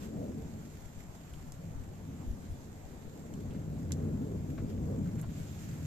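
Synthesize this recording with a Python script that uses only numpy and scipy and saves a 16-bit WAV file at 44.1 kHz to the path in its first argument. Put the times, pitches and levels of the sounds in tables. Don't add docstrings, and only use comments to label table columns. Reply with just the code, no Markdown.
import sys
import numpy as np
from scipy import signal
from scipy.fft import rfft, irfft, next_fast_len
from scipy.io import wavfile
from scipy.ndimage import uniform_filter1d, map_coordinates

SR = 44100
rng = np.random.default_rng(int(sys.argv[2]) if len(sys.argv) > 2 else 0)


def master_out(mix):
    frames = np.transpose(np.atleast_2d(mix))
    ceiling = np.clip(frames, -1, 1)
    pcm = np.round(ceiling * 32767).astype(np.int16)
    wavfile.write(sys.argv[1], SR, pcm)


N = 258426

# (time [s], level [dB])
COLONY_STIR = [(0, -44.5), (0.31, -44.5), (0.64, -50.5), (0.85, -60), (1.45, -57.5), (1.65, -57.5),
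               (1.95, -53), (2.2, -51.5), (2.55, -52.5), (2.85, -55), (3.25, -50.5), (3.5, -45.5),
               (3.87, -45), (4.08, -39.5), (4.3, -41.5), (4.48, -44.5), (4.68, -42.5), (5.03, -42.5),
               (5.3, -50), (5.6, -51), (5.86, -49.5)]


def amp(db):
    return 10 ** (np.asarray(db) / 20)


def unit(x):
    return x / np.sqrt(np.mean(x ** 2) + 1e-20)


def along(points, hz):
    freqs, values = np.transpose(points)
    return np.interp(np.log(hz + 1), np.log(freqs + 1), values)


def fader(points):
    times, values = np.transpose(points)
    return np.interp(np.arange(N) / SR, times, values)


def swell(middle_s, length_s):
    return np.exp(-(2 * (np.arange(N) / SR - middle_s) / length_s) ** 2)


def wobble(rate):
    knots = rng.standard_normal(int(N * rate / SR) + 4)
    coarse = np.arange(0, N + 64, 64)
    return np.interp(np.arange(N), coarse, map_coordinates(knots, [coarse * rate / SR]))


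def filtered(x, response):
    n = x.shape[-1]
    padded = next_fast_len(n + 8192)
    return irfft(rfft(x, padded) * response(np.fft.rfftfreq(padded, 1 / SR)), padded)[..., :n]


def resonance(hz, centre, width):
    return 1j * hz * width / (centre ** 2 - hz ** 2 + 1j * hz * width)


def below(hz, edge_hz):
    return 1 / np.sqrt(1 + (hz / edge_hz) ** 16)


def panned(pan_db):
    return amp(np.array([[pan_db], [-pan_db]]) / 2)


def from_left(x, lead_s):
    return filtered(x, lambda hz: np.exp(1j * np.pi * hz * lead_s * np.array([[1], [-1]])))


def add(out, start_s, sound):
    part = out[..., round(start_s * SR):][..., :sound.shape[-1]]
    part += sound[..., :part.shape[-1]]


def rush(spectrum, correlation, patchy_db):
    grid = signal.stft(rng.standard_normal((2, N)), nperseg=512)[2]
    patches = uniform_filter1d(rng.standard_normal(grid.shape[1:]), size=8, axis=0)
    patches = unit(uniform_filter1d(patches, size=12, axis=1))
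    pair = signal.istft(grid * amp(patchy_db * patches), nperseg=512)[1][:, :N]
    spread = lambda hz: np.arccos(np.clip(along(correlation, hz), -1, 1)) / 2
    colour = lambda hz: amp(along(spectrum, hz)) * [np.cos(spread(hz)), np.sin(spread(hz))]
    mid, side = filtered(pair, colour)
    return unit(np.array([mid + side, mid - side]))


def breeze(wind_db, lumps_db, air_db):
    # (frequency [Hz], level [dB])
    wind_spectrum = [(8, 3.5), (20, 1), (45, 1.5), (75, 5.5), (110, -7), (250, -47.5)]
    # (middle [s], length [s], boost [dB])
    puffs = [(1.35, 0.14, 9.5), (1.8, 0.34, 2.5), (2.31, 0.13, 11), (2.52, 0.064, 13), (5.79, 0.1, 4)]
    # (frequency [Hz], level [dB])
    air_spectrum = [(30, -14), (70, -4.5), (140, -7), (250, -11.5), (450, -19.5), (700, -17), (1000, -23.5),
                    (1600, -30.5), (2500, -38.5), (5000, -94)]
    # (frequency [Hz], left-right correlation [0-1])
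    air_correlation = [(25, 0.46), (120, 1), (250, 0.96), (450, 0.43), (700, 0.49), (1300, 0)]
    puff_db = sum(db * swell(middle, length) for middle, length, db in puffs)
    gusts = amp(wind_db + puff_db + lumps_db * wobble(3.2))
    wind = gusts * rush(wind_spectrum, correlation=[(20, 0.1), (50, 0.73), (90, 0.76)], patchy_db=4.0)
    air = amp(air_db) * rush(air_spectrum, air_correlation, patchy_db=1.8)
    return wind + from_left(air, lead_s=0.00018)


def rustle(ticks_per_s, tick_db, spread_db):
    # (time [s], relative level [dB])
    bed_levels = [(0, -67), (0.8, -65.5), (1.8, -67), (5.2, -67), (5.5, -62), (5.86, -61.5)]
    # (frequency [Hz], level [dB])
    spectrum = [(800, -10), (1400, 0.5), (2000, 0), (3000, -3), (4600, -5), (5700, -4.5), (6600, -0.5),
                (7400, 2), (8300, -8), (9300, -14.5), (11000, -12), (13000, -6.5), (14400, -12)]
    # (middle [s], length [s], level [dB])
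    brushes = [(0.03, 0.089, -55.5), (1.007, 0.065, -63), (1.157, 0.031, -65), (4.702, 0.026, -60),
               (5.06, 0.019, -65), (5.197, 0.022, -59), (5.395, 0.1, -58), (5.64, 0.08, -58.5)]
    brushing = sum(amp(db) * swell(middle, length) for middle, length, db in brushes)
    envelope = np.hypot(amp(fader(bed_levels) + 3.5), brushing)
    hiss = rush(spectrum, correlation=[(1500, 0.068), (7000, 0), (14000, 0)], patchy_db=1.12)
    flutter = amp(0.75 * wobble(18))
    triggers = (rng.random(N) < ticks_per_s / SR) * amp(spread_db * rng.random(N))
    tick_decay = amp(-60 * np.arange(SR // 20) / SR / 0.016)
    bursts = signal.fftconvolve(triggers, tick_decay)[:N] * rng.standard_normal((2, N))
    ticks = unit(filtered(bursts, lambda hz: amp(along(spectrum, hz))))
    return envelope * (flutter * hiss + amp(tick_db) * ticks)


def twigs(crack_t60, gain_db, tail_t60, tail_db, ring_t60):
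    # (time [s], relative level [dB], tilt [dB/octave], ring [Hz], ring over crack [dB], pan [dB])
    snaps = [(1.334, -47, 14, 9800, -14, -1), (1.3377, -44, -13, 3080, -2.5, 2),
             (1.5207, -38.5, 7, 5170, -8.5, 1), (3.3384, -43, 3, 3080, -6, 0),
             (3.92, -26.5, -4, 7320, -2.5, 2), (5.214, -34.5, 22, 12160, -14, 2),
             (5.2168, -43, 19, 13600, -12, 3)]
    # (frequency [Hz], level [dB])
    spectrum = [(1000, -33), (2000, -22), (3300, -7.5), (5000, -7.5), (6200, 2.5), (7700, 1), (9000, -17),
                (11200, -10.5), (14500, -26.5)]
    # (delay [s], level [dB])
    echoes = [(.0028, -12.5), (.0047, -17), (.0083, -14), (0.017, -17)]
    out, t = np.zeros((2, N)), np.arange(SR // 15) / SR
    paths = [(0.00075, 0)] + echoes
    echoed = lambda t60: sum((t >= delay) * amp(db - 60 * abs(t - delay) / t60) for delay, db in paths)
    envelope = echoed(crack_t60) + amp(tail_db - 60 * t / tail_t60)
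    for start, db, tilt_db, ring_hz, ring_db, pan_db in snaps:
        colour = lambda hz: amp(along(spectrum, hz) + tilt_db * np.log2(hz / 7000 + 0.01))
        crack = unit(filtered(rng.standard_normal((2, len(t))) * envelope, colour))
        ring = unit(echoed(ring_t60) * np.sin(2 * np.pi * ring_hz * t))
        add(out, start, amp(db + gain_db) * panned(pan_db) * (crack + amp(ring_db) * ring))
    return out


def bucket_scuffs(gain_db, attack_s):
    # (time [s], relative level [dB], centre [Hz], t60 [s], pan [dB])
    contacts = [(1.34, -57, 2900, 0.025, 2), (1.393, -61, 1700, 0.027, -7), (3.504, -62, 2600, 0.11, 2),
                (3.545, -59.5, 1700, 0.1, 2), (3.907, -44.5, 1530, 0.022, -1), (3.96, -70, 1390, 1.2, 2),
                (4.576, -55.5, 1450, 0.14, 6), (4.775, -61.5, 2100, 0.045, 0), (5.055, -67, 1450, 0.8, -1),
                (5.180, -65, 2070, 0.037, -14), (5.192, -49.5, 1770, 0.028, 1),
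                (5.227, -51, 1670, 0.032, -5), (5.238, -52, 1020, 0.045, 2)]
    out, t = np.zeros((2, N)), np.arange(SR // 2) / SR
    for start, db, centre, t60, pan_db in contacts:
        wall = lambda hz: resonance(hz, centre, centre / 2) / np.hypot(1, hz / (2 * centre))
        friction = rng.standard_normal(len(t)) + rng.standard_normal((2, len(t)))
        envelope = amp(db + gain_db - 60 * t / t60) * (1 - np.exp(-t / attack_s))
        add(out, start, envelope * panned(pan_db) * unit(filtered(friction, wall)))
    return out


def bucket_knocks(attack_s):
    # (time [s], level [dB], pan [dB])
    hits = [(4.5815, -48, 9), (4.585, -51, 11), (5.2385, -49.5, 0), (5.2443, -52, 4)]
    # (frequency [Hz], relative level [dB], t60 [s])
    modes = [(666, 3, .035), (1063, -2.5, 0.068), (1420, -1, .03), (2100, -6, 0.016), (2850, -13, 0.014),
             (3880, -12, .012)]
    out, t = np.zeros((2, N)), np.arange(SR // 10) / SR
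    for start, db, pan_db in hits:
        ring = np.zeros(len(t))
        for hz, mode_db, t60 in modes:
            decay = amp(mode_db + rng.normal(0, 1.6) - 60 * t / t60)
            ring += decay * np.sin(2 * np.pi * hz * rng.normal(1, 0.014) * t)
        add(out, start, amp(db) * (1 - np.exp(-t / attack_s)) * panned(pan_db) * ring)
    return out


def near_bees(wing_hz, level_db, tilt_db_per_octave, count):
    out = np.zeros((2, N))
    for _ in range(count):
        pitch = wing_hz * np.exp(0.12 * wobble(2) + 0.025 * wobble(17))
        phase = 2 * np.pi * np.cumsum(pitch) / SR
        buzz = sum(amp(tilt_db_per_octave * np.log2(k)) * np.sin(k * phase) for k in range(1, 5))
        out += panned(rng.normal(0, 1.2)) * amp(7.6 * wobble(2.467)) * buzz
    return amp(level_db) * unit(amp(fader(COLONY_STIR)) * out)


def drone_core(waver, swing_db):
    # (time [s], level [dB])
    levels = [(0, -63), (1.2, -59), (2.2, -49), (3.2, -63), (3.5, -45), (4.1, -37.5), (4.4, -44),
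              (5.05, -40.5), (5.3, -42), (5.6, -51), (5.86, -46)]
    # (frequency [Hz], relative level [dB])
    tones = [(95, -3), (159, -3)]
    out = np.zeros(N)
    for hz, db in tones:
        pitch = hz * np.exp(waver * (wobble(7) + wobble(45)))
        tone = unit(np.sin(2 * np.pi * np.cumsum(pitch) / SR))
        out += amp(db + swing_db * wobble(14)) * tone
    return amp(fader(levels)) * out


def roar_flares(relative_width, edge_hz):
    # (middle [s], length [s], level [dB], centre [Hz])
    surges = [(0.21, 0.2, -50, 438), (0.223, 0.091, -48, 604), (0.344, 0.11, -47, 159),
              (1.665, 0.12, -49, 159), (1.65, 0.14, -58.5, 584), (2.152, 0.13, -48, 163),
              (2.2, 0.14, -50, 249), (3.16, 0.44, -60, 448), (3.472, 0.064, -41.5, 159),
              (3.522, 0.065, -57, 490), (4.04, 0.17, -52, 444), (4.222, 0.11, -43.5, 242),
              (4.328, 0.067, -44.5, 419), (4.917, 0.09, -47, 454), (5.06, 0.15, -40, 174),
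              (5.813, 0.041, -60, 537)]
    out = np.zeros(N)
    for middle, length, db, centre in surges:
        band = lambda hz: resonance(hz, centre, relative_width * centre) ** 2 * below(hz, edge_hz)
        envelope = amp(db) * np.sqrt(swell(middle, length))
        out += envelope * unit(filtered(rng.standard_normal(N), band))
    return out


def colony_roar(stirred_db, drone_db, drone_follow, buzz_db, buzz_follow):
    # (frequency [Hz], level [dB])
    spectrum = [(30, -38), (55, 0), (90, -1.5), (122, -2), (160, 1), (250, -7.5), (350, -18), (460, -24),
                (620, -27.5), (800, -41.5), (1100, -41.5), (2000, -78)]
    # (frequency [Hz], left-right correlation [0-1])
    correlation = [(60, 0.99), (200, 0.92), (500, 0.89), (700, 0.5), (1200, 0.25)]
    # (centre [Hz], width [Hz], gain [dB])
    humps = [(87.8, 14, 4), (145, 47, 4.5), (240.4, 28, -3), (433, 64, 4)]
    # (time [s], gain [dB])
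    bass_drift = [(0, -2.5), (0.22, -7), (0.5, -4.5), (0.8, -6), (1.3, -3), (1.7, -1.5), (2.2, -5),
                  (3.2, -5), (3.55, -2), (4.1, -1), (4.8, -2), (5.3, 0.5), (5.86, 1.5)]
    eq = lambda hz: amp(sum(db / (1 + (2 * (hz - centre) / width) ** 2) for centre, width, db in humps))
    roar = filtered(rush(spectrum, correlation, patchy_db=1.5), eq)
    drone = unit(filtered(roar, lambda hz: below(hz, 162.6)))
    hum = unit(filtered(roar, lambda hz: below(hz, 366.5) - below(hz, 188.7)))
    buzz = unit(filtered(roar, lambda hz: 1 - below(hz, 388)))
    hum_db = fader(COLONY_STIR)
    stir_db = hum_db - stirred_db
    drone_gain = amp(drone_db + drone_follow * stir_db + fader(bass_drift))
    buzz_gain = amp(buzz_db + buzz_follow * stir_db)
    return drone_gain * drone + amp(hum_db) * hum + buzz_gain * buzz


def scene():
    bees = colony_roar(stirred_db=-42.5, drone_db=-38.5, drone_follow=0.86,
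                       buzz_db=-54.5, buzz_follow=0.81)
    bees += roar_flares(relative_width=0.36, edge_hz=760)
    bees += drone_core(waver=0.07, swing_db=2.0)
    bees += near_bees(wing_hz=215.4, level_db=-58.0, tilt_db_per_octave=-8.0, count=5)
    air = breeze(wind_db=-54, lumps_db=-0.8, air_db=-53)
    leaves = rustle(ticks_per_s=56, tick_db=-8.5, spread_db=1.0)
    snaps = twigs(crack_t60=0.0018, gain_db=-23.5, tail_t60=0.073, tail_db=-21.5, ring_t60=0.0056)
    bucket = bucket_scuffs(gain_db=4.0, attack_s=0.0024) + bucket_knocks(attack_s=0.0012)
    return air + leaves + snaps + bucket + from_left(bees, lead_s=0.00041)


def record(dry):
    # (frequency [Hz], left minus right [dB])
    imbalance = [(30, 14.5), (70, 0), (350, 2), (700, -0.5), (1300, -3), (2400, -2), (4500, 0.5),
                 (7000, -2.5), (10000, -7.5), (14000, -7)]
    colour = lambda hz: amp(np.array([[0.5], [-0.5]]) * along(imbalance, hz))
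    return filtered(dry, lambda hz: colour(hz) * (hz < 14450))


dry = scene()
out = record(dry)
master_out(out)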